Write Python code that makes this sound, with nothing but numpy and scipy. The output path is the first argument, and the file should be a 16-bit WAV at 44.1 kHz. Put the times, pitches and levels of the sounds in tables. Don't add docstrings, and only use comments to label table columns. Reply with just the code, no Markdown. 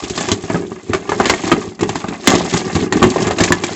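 import sys
import numpy as np
from scipy import signal
from scipy.fft import rfft, irfft
from scipy.io import wavfile
from scipy.ndimage import uniform_filter1d

SR = 44100
rng = np.random.default_rng(int(sys.argv[2]) if len(sys.argv) > 2 else 0)


def pcm_store(signal):
    levels = np.round(np.clip(np.atleast_2d(signal), -1, 1) * 32767)
    wavfile.write(sys.argv[1], SR, levels.astype(np.int16).T)


N = 165375

# start_s, thud_db, clack_db, tick_db, clack_pitch_hz
LANDINGS = [(0.037, -19.5, -46, -32, 1130), (0.098, -17.5, -58, -25.5, 1840),
            (0.177, -17.5, -24, -23.5, 1160), (0.209, -22, -24.5, -28, 766),
            (0.286, -18, -24.5, -25.5, 1000), (0.316, -10.5, -22, -15, 3120), (0.437, -19, -34.5, -38, 780),
            (0.499, -14, -22, -38, 645), (0.544, -11.5, -24, -40, 1720), (0.553, -19, -22.5, -40.5, 1290),
            (0.717, -21, -31, -50, 1150), (0.893, -12.5, -45, -43, 1150), (0.933, -16, -17.5, -26.5, 1220),
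            (0.948, -15, -21.5, -30.5, 1210), (1.092, -15.5, -21, -29, 1215),
            (1.119, -18.5, -17, -33.5, 1694), (1.1989, -11.5, -11.5, -28.5, 853),
            (1.256, -18, -19, -19.5, 2140), (1.297, -16, -11, -15, 2080), (1.337, -48, -20, -30.5, 2100),
            (1.437, -14.5, -26.5, -38, 807), (1.516, -8, -12, -25, 1135), (1.524, -10.5, -18, -28, 1094),
            (1.676, -20, -48, -58, 1040), (1.792, -27, -32.5, -41, 742), (1.809, -15.5, -28, -27.5, 1110),
            (1.831, -16, -23.5, -27.5, 1045), (1.892, -15.5, -22, -26, 800), (1.956, -17, -22, -28, 890),
            (2.041, -18, -24.5, -41.5, 1220), (2.084, -18.5, -31.5, -32.5, 830),
            (2.273, -5.5, -9.5, -7, 1820), (2.332, -10, -17.5, -35.5, 740), (2.352, -13, -20.5, -19.5, 816),
            (2.408, -13, -18.5, -48, 730), (2.538, -8.5, -20, -25.5, 830), (2.664, -15, -42, -38, 1140),
            (2.752, -8.5, -26, -24, 1600), (2.764, -14, -22, -39, 775), (2.924, -16, -16.5, -21, 1880),
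            (2.968, -16, -37, -30, 920), (3.018, -7.5, -17.5, -35, 1160), (3.027, -7, -12, -19, 1142),
            (3.039, -3, -14.5, -27.5, 1040), (3.054, -15.5, -21, -56, 1150), (3.102, -45, -43, -24, 4700),
            (3.16, -12.5, -16, -34, 687), (3.22, -10.5, -26.5, -26, 742), (3.269, -10.5, -25.5, -26, 1070),
            (3.309, -20.5, -18.5, -27, 742), (3.385, -19, -21.5, -22.5, 2820),
            (3.404, -5.5, -19, -19.5, 1780), (3.437, -19, -21, -14, 1960), (3.478, -40, -24, -35, 1705),
            (3.505, -6.5, -19.5, -37.5, 1100), (3.521, -23.5, -11, -16.5, 1780),
            (3.637, -14.5, -21.5, -22, 2330)]
# time_s, jostle_db, rub_db
HAND_STIR = [(0, -23, -31), (0.12, -40.5, -35), (0.19, -19.5, -22.5), (0.32, -20.5, -29),
             (0.41, -35.5, -40), (0.53, -20.5, -33), (0.62, -25.5, -43), (0.86, -36, -45.5),
             (0.97, -19, -34.5), (1.035, -36, -43.5), (1.119, -25.5, -35.5), (1.275, -20.5, -24),
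             (1.341, -17.5, -27), (1.385, -31, -31), (1.485, -16.5, -25.5), (1.56, -19.5, -38),
             (1.63, -25.5, -31.5), (1.775, -49, -52), (1.83, -14, -44), (1.94, -41, -33),
             (2.11, -23, -39.5), (2.218, -37, -38.5), (2.305, -8, -16), (2.45, -24.5, -29.5),
             (2.58, -22, -22.5), (2.64, -28.5, -34), (2.831, -14.5, -26), (2.905, -29, -50),
             (2.95, -11, -32), (3.1, -19, -32.5), (3.281, -14, -24.5), (3.35, -25, -37.5),
             (3.419, -16.5, -19.5), (3.58, -26.5, -34.5), (3.75, -27.5, -27)]
# freq_hz, level_db, t60_s
TUB_MODES = [(66.5, -13, 0.15), (103.8, -5, 0.096), (180.6, 0.5, 0.084), (211, 1, 0.088), (248.7, 3, 0.08),
             (308, 0.5, 0.084), (353.5, 4.5, 0.16), (399.3, 4.5, 0.094), (464, 0, 0.067)]
# freq_hz, level_db, t60_s
WALL_MODES = [(608.6, -4, 0.052), (762, 2.5, 0.029), (838, 6.5, 0.014), (1047, -2, 0.035),
              (1175.5, -2, 0.067), (1527, -7.5, 0.056), (1790, -6.5, 0.086), (2084, -6, 0.074),
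              (2644, -4, 0.029)]
# freq_hz, gain_db
TICK_COLOUR = [(500, -16), (1500, -7), (3600, 5.5), (5200, 1.5), (7400, 6.5), (9000, -18)]
# freq_hz, gain_db
RUB_COLOUR = [(300, 20), (900, 1), (2000, 0), (3400, 0.5), (5400, -1.5), (7400, 4), (9000, -24.5)]
# freq_hz, gain_db
FLESH_COLOUR = [(250, 2), (700, 3), (1900, 0), (3000, -3.5), (8000, -29.5)]

THUD_TRIM_DB, CLACK_TRIM_DB, TICK_TRIM_DB, BLOW_S = -3, 2.5, 0, 0.012
SPOT_LOG_SPREAD, TUB_DETUNE, WALL_DETUNE = 0.34, 0.038, 0.044
EQUAL_PUSH_HZ, PUSH_T60_S, SOFTNESS_OCT_PER_DB = 396, 0.012, 0.2449
CHATTER_PER_S, CHATTER_GAIN, CHATTER_SPREAD_DB, CHATTER_DECAY_S = 900, 0.46, 0.57, 0.0045
REF_CONTACT_HZ, REF_HARDNESS_DB, HARDNESS_OCT_PER_DB = 3460, -15, 0.65
LEAD_DB, LEAD_T60_S = -1.5, 0.031
FLESH_DB, FLESH_DECAY_S = -1.5, 0.013
GRIT_PER_S, GRIT_SPREAD_DB, GRIT_RISE_S, TICK_DECAY_S = 9000, 0.7, 0.00017, 0.009
EDGE_LOW_HZ, EDGE_HIGH_HZ, EDGE_T60_S, EDGE_DB = 2554, 7450, 0.0084, -9.5

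BUMPS_PER_S, BUMP_SPREAD_DB, BUMP_TRIM_DB = 100, 1.5, -2.5
TAPS_PER_S, TAP_SPREAD_DB, TAP_TRIM_DB = 150, 3.5, -4
GRAINS_PER_S, GRAIN_SPREAD_DB, GRAIN_DECAY_S, RUB_TRIM_DB = 3800, 5, 0.00058, -3.5
HEAP_FLUTTER_DB, FACE_FLUTTER_DB, FLUTTER_S = 2.2, -1.5, 0.0055
SCRAPES_PER_S, SCRAPE_DECAY_S, SCRAPE_RANGE_DB, SCRAPE_TRIM_DB = 70, 0.0039, 14, -6.5

ROOM_SPLIT_HZ, ROOM_RISE_S = 1000, 0.0035
ROOM_LOW_T60_S, ROOM_HIGH_T60_S, ROOM_LOW_DB, ROOM_HIGH_DB = 0.41, 0.12, -10, -18
FLOOR_DB, FLOOR_TOP_HZ = -62, 350
DRIVE_DB, MIC_LOW_HZ, MIC_TOP_HZ, OUTPUT_TOP_HZ = 1, 50, 7850, 16000


def landings():
    out, t = np.zeros(N), np.arange(SR // 7) / SR
    for start_s, thud_db, clack_db, tick_db, pitch_hz in LANDINGS:
        thud_sound = thud(t, thud_db - clack_db)
        clack_sound = clack(t, pitch_hz, tick_db - clack_db)
        add(out, start_s, blow(thud_sound, thud_db + THUD_TRIM_DB))
        add(out, start_s, blow(clack_sound, clack_db + CLACK_TRIM_DB))
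        add(out, start_s, blow(tick(t), tick_db + TICK_TRIM_DB))
    return out


def thud(t, softness_db):
    push_hz = EQUAL_PUSH_HZ / 2 ** (SOFTNESS_OCT_PER_DB * softness_db)
    push = np.gradient(note(t, push_hz, PUSH_T60_S))
    return signal.fftconvolve(ring(TUB_MODES, TUB_DETUNE), push)


def clack(t, pitch_hz, hardness_db):
    chatter = CHATTER_GAIN * contacts(CHATTER_PER_S, CHATTER_SPREAD_DB, size=len(t))
    chatter *= np.exp(-t / CHATTER_DECAY_S)
    chatter[0] = 1
    knock = signal.fftconvolve(ring(WALL_MODES, WALL_DETUNE), chatter)[:len(t)]
    lead = signal.fftconvolve(note(t, pitch_hz, LEAD_T60_S), chatter)[:len(t)]
    flesh = scuff(t, FLESH_DECAY_S, FLESH_COLOUR)
    mix = blow(knock, 0) + blow(lead, LEAD_DB) + blow(flesh, FLESH_DB)
    octaves = HARDNESS_OCT_PER_DB * (hardness_db - REF_HARDNESS_DB)
    cutoff_hz = np.clip(REF_CONTACT_HZ * 2 ** octaves, 600, 9000)
    return butter(mix, cutoff_hz, "low")


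def tick(t):
    grit = scuff(t, TICK_DECAY_S, TICK_COLOUR)
    edge_hz = EDGE_LOW_HZ * (EDGE_HIGH_HZ / EDGE_LOW_HZ) ** rng.random()
    edge = signal.fftconvolve(grit, note(t, edge_hz, EDGE_T60_S))[:len(t)]
    return blow(grit, 0) + blow(edge, EDGE_DB)


def scuff(t, decay_s, points):
    envelope = (1 - np.exp(-t / GRIT_RISE_S)) * np.exp(-t / decay_s)
    grit = contacts(GRIT_PER_S, GRIT_SPREAD_DB, size=len(t)) * envelope
    padded = np.pad(grit, (0, len(t)))
    return colour(padded, points)[:len(t)]


def heap():
    t = np.arange(N) / SR
    time_s, low_db, high_db = np.array(HAND_STIR).T
    jostle_db = np.interp(t, time_s, low_db)
    rub_db = np.interp(t, time_s, high_db)
    bumps = patter(TUB_MODES, TUB_DETUNE, BUMPS_PER_S, BUMP_SPREAD_DB, count=14)
    taps = patter(WALL_MODES, WALL_DETUNE, TAPS_PER_S, TAP_SPREAD_DB, count=22)
    out = bumps * undb(jostle_db + BUMP_TRIM_DB)
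    out += taps * undb((jostle_db + rub_db) / 2 + TAP_TRIM_DB)
    out += rubbing() * undb(rub_db + RUB_TRIM_DB)
    out += scrapes() * undb(rub_db + SCRAPE_TRIM_DB)
    return out


def patter(modes, detune, per_s, spread_db, count):
    out = np.zeros(N)
    for _ in range(count):
        hits = contacts(per_s / count, spread_db)
        out += signal.fftconvolve(hits, unit(ring(modes, detune)))[:N]
    return unit(out)


def rubbing(count=7):
    t = np.arange(SR // 100) / SR
    edges_hz = np.geomspace(600, 9000, count + 1)
    out = np.zeros(N)
    for low_hz, high_hz in zip(edges_hz, edges_hz[1:]):
        grains = np.zeros(N)
        for _ in range(2):
            grain = rng.standard_normal(len(t)) * np.exp(-t / GRAIN_DECAY_S)
            hits = contacts(GRAINS_PER_S / 2, GRAIN_SPREAD_DB)
            grains += signal.fftconvolve(hits, grain)[:N]
        face = unit(butter(grains, [low_hz, high_hz], "band")) * np.sqrt(high_hz - low_hz)
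        out += face * undb(FACE_FLUTTER_DB * flutter())
    return unit(colour(out, RUB_COLOUR)) * undb(HEAP_FLUTTER_DB * flutter())


def scrapes():
    out, t = np.zeros(N), np.arange(SR // 40) / SR
    for when, pitch, size in rng.random((int(SCRAPES_PER_S * N / SR), 3)):
        low_hz = EDGE_HIGH_HZ * (EDGE_LOW_HZ / 2 / EDGE_HIGH_HZ) ** pitch
        burst = rng.standard_normal(len(t)) * t * np.exp(-t / SCRAPE_DECAY_S)
        scratch = butter(burst, [low_hz, low_hz * np.sqrt(2)], "band", order=1)
        add(out, when * N / SR, unit(scratch) * undb(SCRAPE_RANGE_DB * size))
    return unit(out)


def kitchen(x):
    t = np.arange(SR // 2) / SR
    noise = rng.standard_normal(len(t))
    tail = np.zeros(len(t))
    bands = (("low", ROOM_LOW_T60_S, ROOM_LOW_DB), ("high", ROOM_HIGH_T60_S, ROOM_HIGH_DB))
    for kind, t60_s, level_db in bands:
        fade = np.exp(-np.log(1000) * t / t60_s) * (1 - np.exp(-t / ROOM_RISE_S))
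        band = butter(noise, ROOM_SPLIT_HZ, kind, order=3)
        tail += band * fade / np.linalg.norm(fade) * undb(level_db)
    return signal.fftconvolve(x, tail)[:N]


def background():
    return unit(butter(rng.standard_normal(N), FLOOR_TOP_HZ, "low", order=1)) * undb(FLOOR_DB)


def undb(db):
    return 10 ** (np.asarray(db) / 20)


def unit(x):
    return x / np.sqrt(np.mean(x ** 2) + 1e-18)


def add(out, start_s, x):
    i = max(int(start_s * SR), 0)
    out[i:i + len(x)] += x[:max(N - i, 0)]


def colour(x, points):
    hz, db = np.array(points).T
    f = np.fft.rfftfreq(len(x), 1 / SR) + 1
    gain = undb(np.interp(np.log(f), np.log(hz), db))
    return irfft(rfft(x) * gain, len(x))


def butter(x, hz, kind, order=2):
    return signal.sosfilt(signal.butter(order, hz, kind, fs=SR, output="sos"), x)


def note(t, hz, t60_s):
    return np.sin(2 * np.pi * hz * t) * np.exp(-np.log(1000) * t / t60_s)


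def ring(modes, detune):
    hz, db, t60_s = np.array(modes).T[:, :, None]
    t = np.arange(SR // 7) / SR
    spot, shift, side = rng.standard_normal((3, len(modes), 1))
    gain = undb(db) * np.exp(SPOT_LOG_SPREAD * spot) * np.sign(side)
    return np.sum(gain * note(t, hz * (1 + detune * shift), t60_s), axis=0)


def contacts(per_s, spread_db, size=N):
    when, strength, sign = rng.random((3, size))
    tail = np.minimum(-np.log(1 - strength), 4)
    return (when < per_s / SR) * undb(spread_db * tail) * np.sign(sign - .5)


def blow(x, db):
    return x * undb(db) / (x[:int(BLOW_S * SR)].std() + 1e-12)


def flutter():
    width = max(int(FLUTTER_S * SR), 4)
    smooth = uniform_filter1d(rng.standard_normal(N), width)
    return unit(uniform_filter1d(smooth, width // 2))


def scene():
    tub = landings() + heap()
    return (tub + kitchen(tub) + background())[None]


def record(dry):
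    mic_filter = signal.ellip(7, .3, 60, MIC_TOP_HZ, fs=SR, output="sos")
    band = signal.sosfilt(mic_filter, butter(dry, MIC_LOW_HZ, "high", order=4))
    clipped = np.clip(band * undb(DRIVE_DB), -1, 1)
    return butter(clipped, OUTPUT_TOP_HZ, "low", order=12)


dry = scene()
out = record(dry)
pcm_store(out)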